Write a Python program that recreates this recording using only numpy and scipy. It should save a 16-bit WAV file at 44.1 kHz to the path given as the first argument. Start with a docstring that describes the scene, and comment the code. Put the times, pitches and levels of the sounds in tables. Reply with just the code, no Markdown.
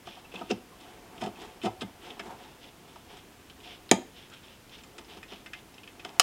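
"""Fingers seat memory sticks in an open computer case, close to a mono microphone in a quiet, dry room.
First fingertips knock and squeak on the sticks. From 0.5 to 1.8 s the sticks grind down their guides,
shaking the mainboard and the steel chassis. Skin rubs on plastic and small parts tick throughout.
At 3.9 s a retaining clip snaps shut and a stick hits the slot bottom.
More knocks and ticks follow; the second clip snaps at 6.2 s."""
import sys
import numpy as np
from scipy import signal
from scipy.fft import rfft, irfft
from scipy.io import wavfile
from scipy.ndimage import uniform_filter1d

SR = 44100
rng = np.random.default_rng(int(sys.argv[2]) if len(sys.argv) > 2 else 0)


def wav_out(sig):
    """Save sig, one row per channel (or a flat mono array), as 16-bit PCM at SR to the path in sys.argv[1]."""
    wavfile.write(sys.argv[1], SR, np.round(np.clip(np.atleast_2d(sig).T, -1, 1) * 32767).astype(np.int16))


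N = 274302
T = np.arange(SR // 2) / SR  # time axis of one event [s]

# mainboard flexing on its posts: (frequency [Hz], level [dB], t60 [s])
BOARD_MODES = [(108, -12, 0.3), (129.4, -12, 0.19), (191.3, -3, 0.16), (250, -7, 0.049),
               (272.8, -5.5, 0.24), (341, 0, 0.097), (420, -4, 0.078), (432, -17, 0.18), (483, -4, 0.037)]
# steel chassis and cooler: (frequency [Hz], level [dB], t60 [s])
CHASSIS_MODES = [(566, -11, 0.17), (670, 7, 0.071), (753, 5, 0.11), (798, 0.5, 0.051), (879, -2.5, 0.11),
                 (949, -0.5, 0.068), (1124, -9, 0.057), (1230, -9, 0.15), (1320, -5.5, 0.048)]
# stick in its slot: (frequency [Hz], level [dB], t60 [s])
STICK_MODES = [(1577, -3, 0.044), (1710, -4.5, 0.021), (2093, -5.5, 0.12), (2483, -9.5, 0.027),
               (2670, 0, 0.023), (3000, -5, 0.022), (3150, -30, 0.042), (3390, 7.5, 0.018),
               (5200, 4, 0.0087), (7500, -16, 0.012)]
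# plastic retaining clips: (frequency [Hz], level [dB], t60 [s])
FIRST_CLIP_MODES = [(1790, -15.5, 0.066), (1996, -15, 0.082), (2540, 0.5, 0.02), (3170, -0.5, 0.016),
                    (3890, -1, 0.019), (4850, -9.5, 0.029), (6550, 2, 0.011), (6760, 3.5, 0.015),
                    (7040, -2, 0.029), (7800, -26, .015), (8660, -5, .015), (9540, -23, 0.0079)]
SECOND_CLIP_MODES = [(440, -14, 0.035), (730, -6, 0.04), (1143, -6, .04), (1290, -8, 0.02),
                     (1720, -12, 0.049), (2600, 1, 0.016), (3000, 3, 0.03), (3740, -14, 0.029),
                     (4170, -0.5, 0.036), (4750, -1.5, 0.03), (5160, -1.5, 0.029), (6830, 3.5, 0.017),
                     (8020, -6, 0.023), (9200, 1, 0.0091)]

# crack of each clip: (frequency [Hz], level [dB])
FIRST_CRACK_SPECTRUM = [(300, -17), (900, -44), (1400, -8), (2000, 2.5), (3200, -1.5), (4400, -12),
                        (5500, -6.5), (7000, -7), (9500, -14.5), (12000, -18.5), (15500, -39)]
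SECOND_CRACK_SPECTRUM = [(250, -30), (420, -11.5), (850, -24), (1150, 12.5), (1600, -7.5), (3000, -1),
                         (5200, -2.5), (8000, -7), (11000, -14), (15500, -22)]
# board thud, plastic scrape, skin hiss, finger drag, room tone: (frequency [Hz], level [dB])
THUD_SPECTRUM = [(70, -38), (110, -12), (300, 4), (450, -6), (1000, -6), (3000, -28), (12000, -75)]
SCRAPE_SPECTRUM = [(400, -34), (1200, 8), (2000, 3), (3100, 13.5), (4300, -1.5), (5500, -7.5), (8000, -7.5),
                   (11000, -21.5), (15000, -29)]
SKIN_SPECTRUM = [(500, -25), (1500, -12), (2300, -5.5), (2900, -2.5), (3250, -4.5), (3700, -7), (4400, -13),
                 (5400, -11), (8000, -35), (15000, -35)]
DRAG_SPECTRUM = [(100, -16), (350, -0.5), (550, -6.5), (850, -0.5), (1150, -9.5), (2200, -12), (4500, -22),
                 (8000, -24), (15000, -41)]
ROOM_SPECTRUM = [(12, -40), (20, -7), (59, 1), (153, -1.5), (268, 0.5), (431, -3.5), (586, -7.5),
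                 (733, -7.5), (1840, -12.5), (3040, -13), (4250, -18), (5320, -18.5), (14500, -24.5),
                 (15800, -27.5)]

# stick grinds deeper: (hardest slip [s], rise [s], fall [s], board level [dB], chassis level [dB],
# plastic level [dB], board resonance at that spot [Hz])
PRESSES = [(.508, 0.0034, 0.0065, -22, -32.5, -38, 342), (1.221, 0.0046, 0.0063, -32, -30.5, -39, 190),
           (1.242, .003, 0.0094, -37, -33.5, -40.5, 168), (1.266, 0.0027, 0.011, -32.5, -34.5, -44, 280),
           (1.639, 0.0038, 0.014, -26.5, -31.5, -39, 180), (1.663, 0.0074, 0.01, -25.5, -24.5, -35, 405),
           (1.822, 0.0024, 0.0035, -31.5, -42, -37, 193)]
# clip snaps over: (time [s], ring level [dB], crack level [dB], crack decay [s])
SNAPS = [(3.913, -16, -17.5, 0.0043), (6.1968, -14.5, -15, 0.0042)]
# stick hits the slot bottom: (time [s], board level [dB], chassis level [dB])
SEATINGS = [(3.9145, -13, -18), (3.926, -28, -41), (6.1975, -44.5, -28.5)]
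# finger lands on a stick: (time [s], board level [dB], chassis level [dB], plastic level [dB])
KNOCKS = [(.071, -45, -42, -48), (.168, -60, -46.5, -60), (.340, -41, -48, -47), (.411, -38, -36, -52),
          (2.196, -43, -42, -49), (2.957, -65, -48, -55.5), (4.985, -46.5, -51, -48.5),
          (5.168, -45, -51.5, -49.5), (5.321, -41.5, -46.5, -46.5), (6.048, -45, -42, -38),
          (6.087, -51, -50, -49.5)]
# plastic ticks on plastic: (time [s], level [dB], pitch [Hz])
TICKS = [(.357, -44, 3300), (0.392, -47.5, 3500), (.511, -35, 5500), (1.179, -49.5, 3180),
         (1.358, -53, 2400), (1.417, -53, 7100), (1.616, -45.5, 2900), (1.810, -39, 3620),
         (2.104, -43, 2880), (2.195, -37, 1920), (3.170, -53, 8160), (3.499, -49, 3480),
         (3.603, -54.5, 3300), (3.892, -46, 4040), (4.836, -51.5, 7500), (4.982, -46, 7900),
         (5.23, -44, 2020), (5.461, -43.5, 1900), (5.534, -38, 2050), (5.780, -49, 2880),
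         (5.834, -49.5, 2950), (5.876, -45.5, 2550), (5.996, -45.5, 2340)]
# fingertip catches: (time [s], length [s], level [dB], pitch [Hz])
SQUEAKS = [(0.244, 0.022, -52.5, 2630), (0.308, 0.031, -51, 2640), (0.337, 0.013, -51, 2630),
           (.355, 0.017, -45, 2610), (0.356, 0.01, -47, 3580), (0.485, 0.028, -47, 2780),
           (0.505, 0.011, -33.5, 2605), (0.706, 0.052, -52, 1060)]
# side of a hand scuffs the case: (time [s], length [s], level [dB], pitch [Hz])
SCUFFS = [(2.256, .12, -39.5, 850), (4.299, 0.063, -49, 1450)]
# fingertip strokes the sticks: (time [s], length [s], hiss level [dB])
STROKES = [(0.054, 0.18, -52.5), (.31, 0.23, -56.5), (0.781, 0.26, -59.5), (1.349, 0.23, -55),
           (2.014, .18, -53.5), (2.225, 0.19, -61), (2.377, 0.24, -58), (2.609, 0.12, -57),
           (2.823, 0.25, -63), (3.083, 0.18, -53.5), (3.627, 0.19, -52), (4.132, .18, -54.5),
           (4.314, 0.11, -55), (4.423, 0.18, -56), (4.712, .13, -51), (5.08, 0.11, -53.5),
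           (5.279, 0.15, -51.5), (5.531, 0.086, -56)]
# hand pressure on the sticks: (time [s], drag level at full stroke speed [dB])
PRESSURE = [(0, -59), (.35, -51), (.7, -58.5), (1.15, -44), (1.42, -47.5), (1.93, -54), (2.08, -46),
            (2.32, -46.5), (2.65, -57), (3.0, -59), (3.12, -52.5), (3.45, -60), (3.7, -51.5), (4.15, -62.5),
            (4.65, -67), (4.95, -52.5), (5.8, -59), (6.1, -45)]

SCRAPE_LEAD_S, CHASSIS_LAG_S = 0.003, 0.00196  # plastic scrapes, board gives, chassis follows
FLEX_HZ, FLEX_WIDTH_HZ, FLEX_DB = 114, 63, -15.5  # whole board bends; dB re thump
KNOCK_SLIDE_S, KNOCK_SPOT_HZ = 0.0062, 318
TAP_HZ, TAP_WIDTH_HZ, TAP_DB = 1220, 290, -9  # hollow tap of the stick; dB re chassis
FAINT_TICKS_PER_S, FAINT_TICK_DB, FAINT_TICK_HZ = 2, -56, 6000
CREEP_SPEED_RATIO, CREEP_HISS_DB = 0.42, -20  # between strokes: speed re full stroke, hiss re drag
BOARD_DAMP_S, CLIP_DAMP_S = 0.088, 0.023  # time constants of damping by the hands
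ROOM_TONE_DB, LOWPASS_HZ = -54, 15800


def presses(board, chassis, plastic):
    """A stick crunches down its guides, flexing the board and shaking the chassis."""
    out = np.zeros(N)
    peak_s = 0.1
    for s, rise_s, fall_s, board_db, chassis_db, plastic_db, spot_hz in PRESSES:
        start_s = s - peak_s
        thump = through(slide_force(rise_s, fall_s, peak_s, spread_db=5), board)
        shake = through(slide_force(rise_s, fall_s, peak_s, spread_db=4.5), chassis)
        add(out, start_s, band(thump, spot_hz, 0.5 * spot_hz), board_db)
        add(out, start_s, double_band(thump, FLEX_HZ, FLEX_WIDTH_HZ), board_db + FLEX_DB)
        add(out, start_s + CHASSIS_LAG_S, band(shake, hz=850, width_hz=870), chassis_db)
        scrape_times_s = (rise_s + SCRAPE_LEAD_S, fall_s + SCRAPE_LEAD_S, peak_s)
        crunch = through(slide_force(*scrape_times_s, spread_db=6.5), plastic)
        grit = band(slide_force(*scrape_times_s, spread_db=14), hz=6460, width_hz=4000)
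        grit = band(grit, hz=6500, width_hz=6000)
        add(out, start_s - SCRAPE_LEAD_S, unit(crunch) + undb(-15) * unit(grit), plastic_db)
    return out


def snaps():
    """Each clip flips over its catch, rings and chatters for a few milliseconds."""
    out = np.zeros(N)
    clips = [(FIRST_CLIP_MODES, FIRST_CRACK_SPECTRUM), (SECOND_CLIP_MODES, SECOND_CRACK_SPECTRUM)]
    for (s, ring_db, crack_db, decay_s), (modes, spectrum) in zip(SNAPS, clips):
        add(out, s, ring(modes) * np.exp(-T / CLIP_DAMP_S), ring_db)
        chatter = grains(len(T), spread_db=2.5) * np.exp(-T / decay_s)
        add(out, s, through(chatter, colour(spectrum)), crack_db)
    return out


def seatings(board, chassis):
    """The freed stick hits the slot bottom: the board thuds, the chassis rings."""
    out = np.zeros(N)
    thud = band(board + undb(-1) * colour(THUD_SPECTRUM), hz=274, width_hz=260)
    for s, board_db, chassis_db in SEATINGS:
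        add(out, s, thud, board_db)
        add(out, s, chassis, chassis_db)
    return out


def knocks(board, chassis, plastic):
    """A landing finger thumps the board, rings the chassis, crackles in the slot and taps the stick."""
    out = np.zeros(N)
    for s, board_db, chassis_db, plastic_db in KNOCKS:
        thump = through(touch_force(KNOCK_SLIDE_S, slip_ratio=0.83), board)
        shake = through(touch_force(KNOCK_SLIDE_S, slip_ratio=1.17), chassis)
        crackle = through(touch_force(KNOCK_SLIDE_S, slip_ratio=4.2, spread_db=17), plastic)
        tap = double_band(touch_force(KNOCK_SLIDE_S, slip_ratio=2.3), TAP_HZ, TAP_WIDTH_HZ)
        add(out, s, band(thump, KNOCK_SPOT_HZ, 0.66 * KNOCK_SPOT_HZ), board_db)
        add(out, s, band(shake, hz=800, width_hz=630), chassis_db)
        add(out, s, crackle, plastic_db)
        add(out, s, tap, chassis_db + TAP_DB)
    return out


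def ticks(plastic):
    """Touches too light to move the board, each at its own pitch; fainter ones fall at random."""
    out = np.zeros(N)
    draws = rng.random((int(FAINT_TICKS_PER_S * N / SR), 2))
    faint = [(when * N / SR, FAINT_TICK_DB, FAINT_TICK_HZ * 2 ** (pitch - 0.5)) for when, pitch in draws]
    for s, db, hz in TICKS + faint:
        touch = through(touch_force(slide_s=0.0058, slip_ratio=2.3), plastic)
        add(out, s, double_band(touch, hz, width_hz=0.7 * hz) + undb(-6) * touch, db)
    return out


def squeaks():
    """A fingertip catches: short runs of stick-slip with unsteady pitch."""
    out = np.zeros(N)
    for s, length_s, db, hz in SQUEAKS:
        count = int(length_s * SR)
        pitch_hz = hz * (1 + 0.054 * wander(rate_hz=840)[:count])
        phase = 2 * np.pi * np.cumsum(pitch_hz) / SR
        add(out, s, np.sin(phase) * np.hanning(count), db)
    return out


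def scuffs():
    """The side of a hand brushes the case: hollow rubs that swell and fade."""
    out = np.zeros(N)
    for s, length_s, db, hz in SCUFFS:
        count = int(length_s * SR)
        rub = grains(count, spread_db=6) * np.hanning(count)
        add(out, s, double_band(rub, hz, width_hz=0.34 * hz), db)
    return out


def rubbing(board, chassis):
    """Skin hisses over the sticks; drag grows with speed and pressure and stirs the case."""
    t = np.arange(N) / SR
    pressure = undb(np.interp(t, *np.transpose(PRESSURE)))
    speed = np.full(N, CREEP_SPEED_RATIO)
    hiss_gain = undb(CREEP_HISS_DB) * CREEP_SPEED_RATIO * pressure
    for s, length_s, hiss_db in STROKES:
        progress = np.clip((t - s) / length_s, 0, 1)
        stroke_speed = np.sin(np.pi * progress ** 0.51)  # quick start, gradual stop
        hiss_gain = np.maximum(hiss_gain, undb(hiss_db) * stroke_speed)
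        speed = np.maximum(speed, stroke_speed)
    hiss = hiss_gain * grains(N, spread_db=7) * undb(2.5 * wander(rate_hz=60))
    drag = pressure * speed * grains(N, spread_db=6) * undb(1.9 * wander(rate_hz=70))
    skin = colour(SKIN_SPECTRUM)
    rasp = unit(skin + band(skin, hz=3340, width_hz=790))
    body = unit(colour(DRAG_SPECTRUM) + undb(-4.5) * chassis + undb(-5) * board)
    return through(hiss, rasp) + through(drag, body)


def echoes(low_t60_s, high_t60_s, gap_s, db):
    """Impulse response of dense reflections that build up after a gap; treble dies first."""
    noise = rng.standard_normal(len(T))
    low = signal.lfilter(*signal.butter(1, 3000, fs=SR), noise)
    tail = low * decay(low_t60_s) + (noise - low) * decay(high_t60_s)
    onset = np.clip(T / gap_s - 1, 0, 1)
    return undb(db) * unit(tail * onset)


def room_tone():
    """Distant house rumble and steady fine hiss."""
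    return undb(ROOM_TONE_DB) * through(rng.standard_normal(N), colour(ROOM_SPECTRUM))


def slide_force(rise_s, fall_s, peak_s, spread_db):
    """Grinding slide: slips grow to the hardest one at peak_s, then die."""
    age_s = T - peak_s
    envelope = np.exp(np.minimum(age_s / rise_s, -age_s / fall_s))
    force = unit(grains(len(T), spread_db) * envelope)
    force[int(peak_s * SR)] += 0.35
    return force


def touch_force(slide_s, slip_ratio, spread_db=5):
    """One touch: a blow, then a stutter of slips that swells and dies."""
    age = T / slide_s
    force = slip_ratio * unit(grains(len(T), spread_db) * age ** 0.18 * np.exp(-age))
    force[0] += 1
    return force


def grains(count, spread_db):
    """Dense micro-slips of uneven size, rms 1."""
    slips = rng.standard_normal(count) * undb(spread_db * rng.standard_normal(count))
    return slips / np.std(slips)


def wander(rate_hz):
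    """Smooth random drift, spread near 1."""
    step = int(SR / rate_hz)
    return uniform_filter1d(np.repeat(rng.standard_normal(N // step + 1), step), step)[:N]


def ring(modes):
    """Damped modes; neighbours swing in opposite directions at the microphone."""
    return unit(sum((-1) ** k * undb(db) * np.sin(2 * np.pi * hz * T) * decay(t60_s)
                    for k, (hz, db, t60_s) in enumerate(modes)))


def decay(t60_s):
    """Envelope falling 60 dB in t60_s."""
    return np.exp(-np.log(1000) * T / t60_s)


def colour(spectrum):
    """Minimum-phase impulse response with the given spectral shape."""
    hz, db = np.transpose(spectrum)
    bins_hz = np.fft.rfftfreq(len(T), 1 / SR)
    gain = undb(np.interp(np.log(bins_hz + 1), np.log(hz), db))
    cepstrum = irfft(np.log(gain))
    cepstrum[1:len(T) // 2] *= 2
    cepstrum[len(T) // 2:] = 0
    return unit(irfft(np.exp(rfft(cepstrum))))


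def band(x, hz, width_hz):
    """One resonance, gain 1 at its centre."""
    return signal.lfilter(*signal.iirpeak(hz, hz / min(width_hz, SR / 3), fs=SR), x)


def double_band(x, hz, width_hz):
    """Two equal resonances in series."""
    return band(band(x, hz, width_hz), hz, width_hz)


def through(x, response):
    """Convolve, keeping the length."""
    return signal.fftconvolve(x, response)[:len(x)]


def add(track, s, sound, db):
    """Mix in at time s; db is the level if all the energy fell within 10 ms."""
    start = int(s * SR)
    track[start:start + len(sound)] += (undb(db) * np.sqrt(SR / 100) * unit(sound))[:N - start]


def unit(x):
    """Scale to energy 1."""
    return x / np.sqrt(np.sum(x ** 2))


def undb(db):
    """Decibels to gain."""
    return 10 ** (np.asarray(db) / 20)


def scene():
    """All contacts, their reflections from case and room, and room tone; two equal channels."""
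    board = unit(ring(BOARD_MODES) * np.exp(-T / BOARD_DAMP_S) + undb(-1) * colour(THUD_SPECTRUM))
    chassis = ring(CHASSIS_MODES)
    plastic = unit(undb(-5) * ring(STICK_MODES) + colour(SCRAPE_SPECTRUM))
    direct = presses(board, chassis, plastic) + knocks(board, chassis, plastic)
    direct += ticks(plastic) + squeaks() + scuffs()
    direct += snaps() + seatings(board, chassis) + rubbing(board, chassis)
    # the small board radiates no deep bass
    direct = signal.sosfilt(signal.butter(3, 85, "high", fs=SR, output="sos"), direct)
    case = echoes(low_t60_s=0.098, high_t60_s=0.028, gap_s=0.0023, db=-14.5)
    room = echoes(low_t60_s=0.34, high_t60_s=0.17, gap_s=0.009, db=-19)
    mono = direct + through(direct, case + room) + room_tone()
    return np.array([mono, mono])


def record(dry):
    """Soft peak limiting, faint hiss per channel, steep low-pass."""
    ceiling = 1.3
    limited = ceiling * np.tanh(dry / ceiling)
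    hiss = undb(-72.5) * rng.standard_normal(dry.shape)
    return signal.sosfilt(signal.ellip(8, 0.2, 70, LOWPASS_HZ, fs=SR, output="sos"), limited + hiss)


dry = scene()
out = record(dry)
wav_out(out)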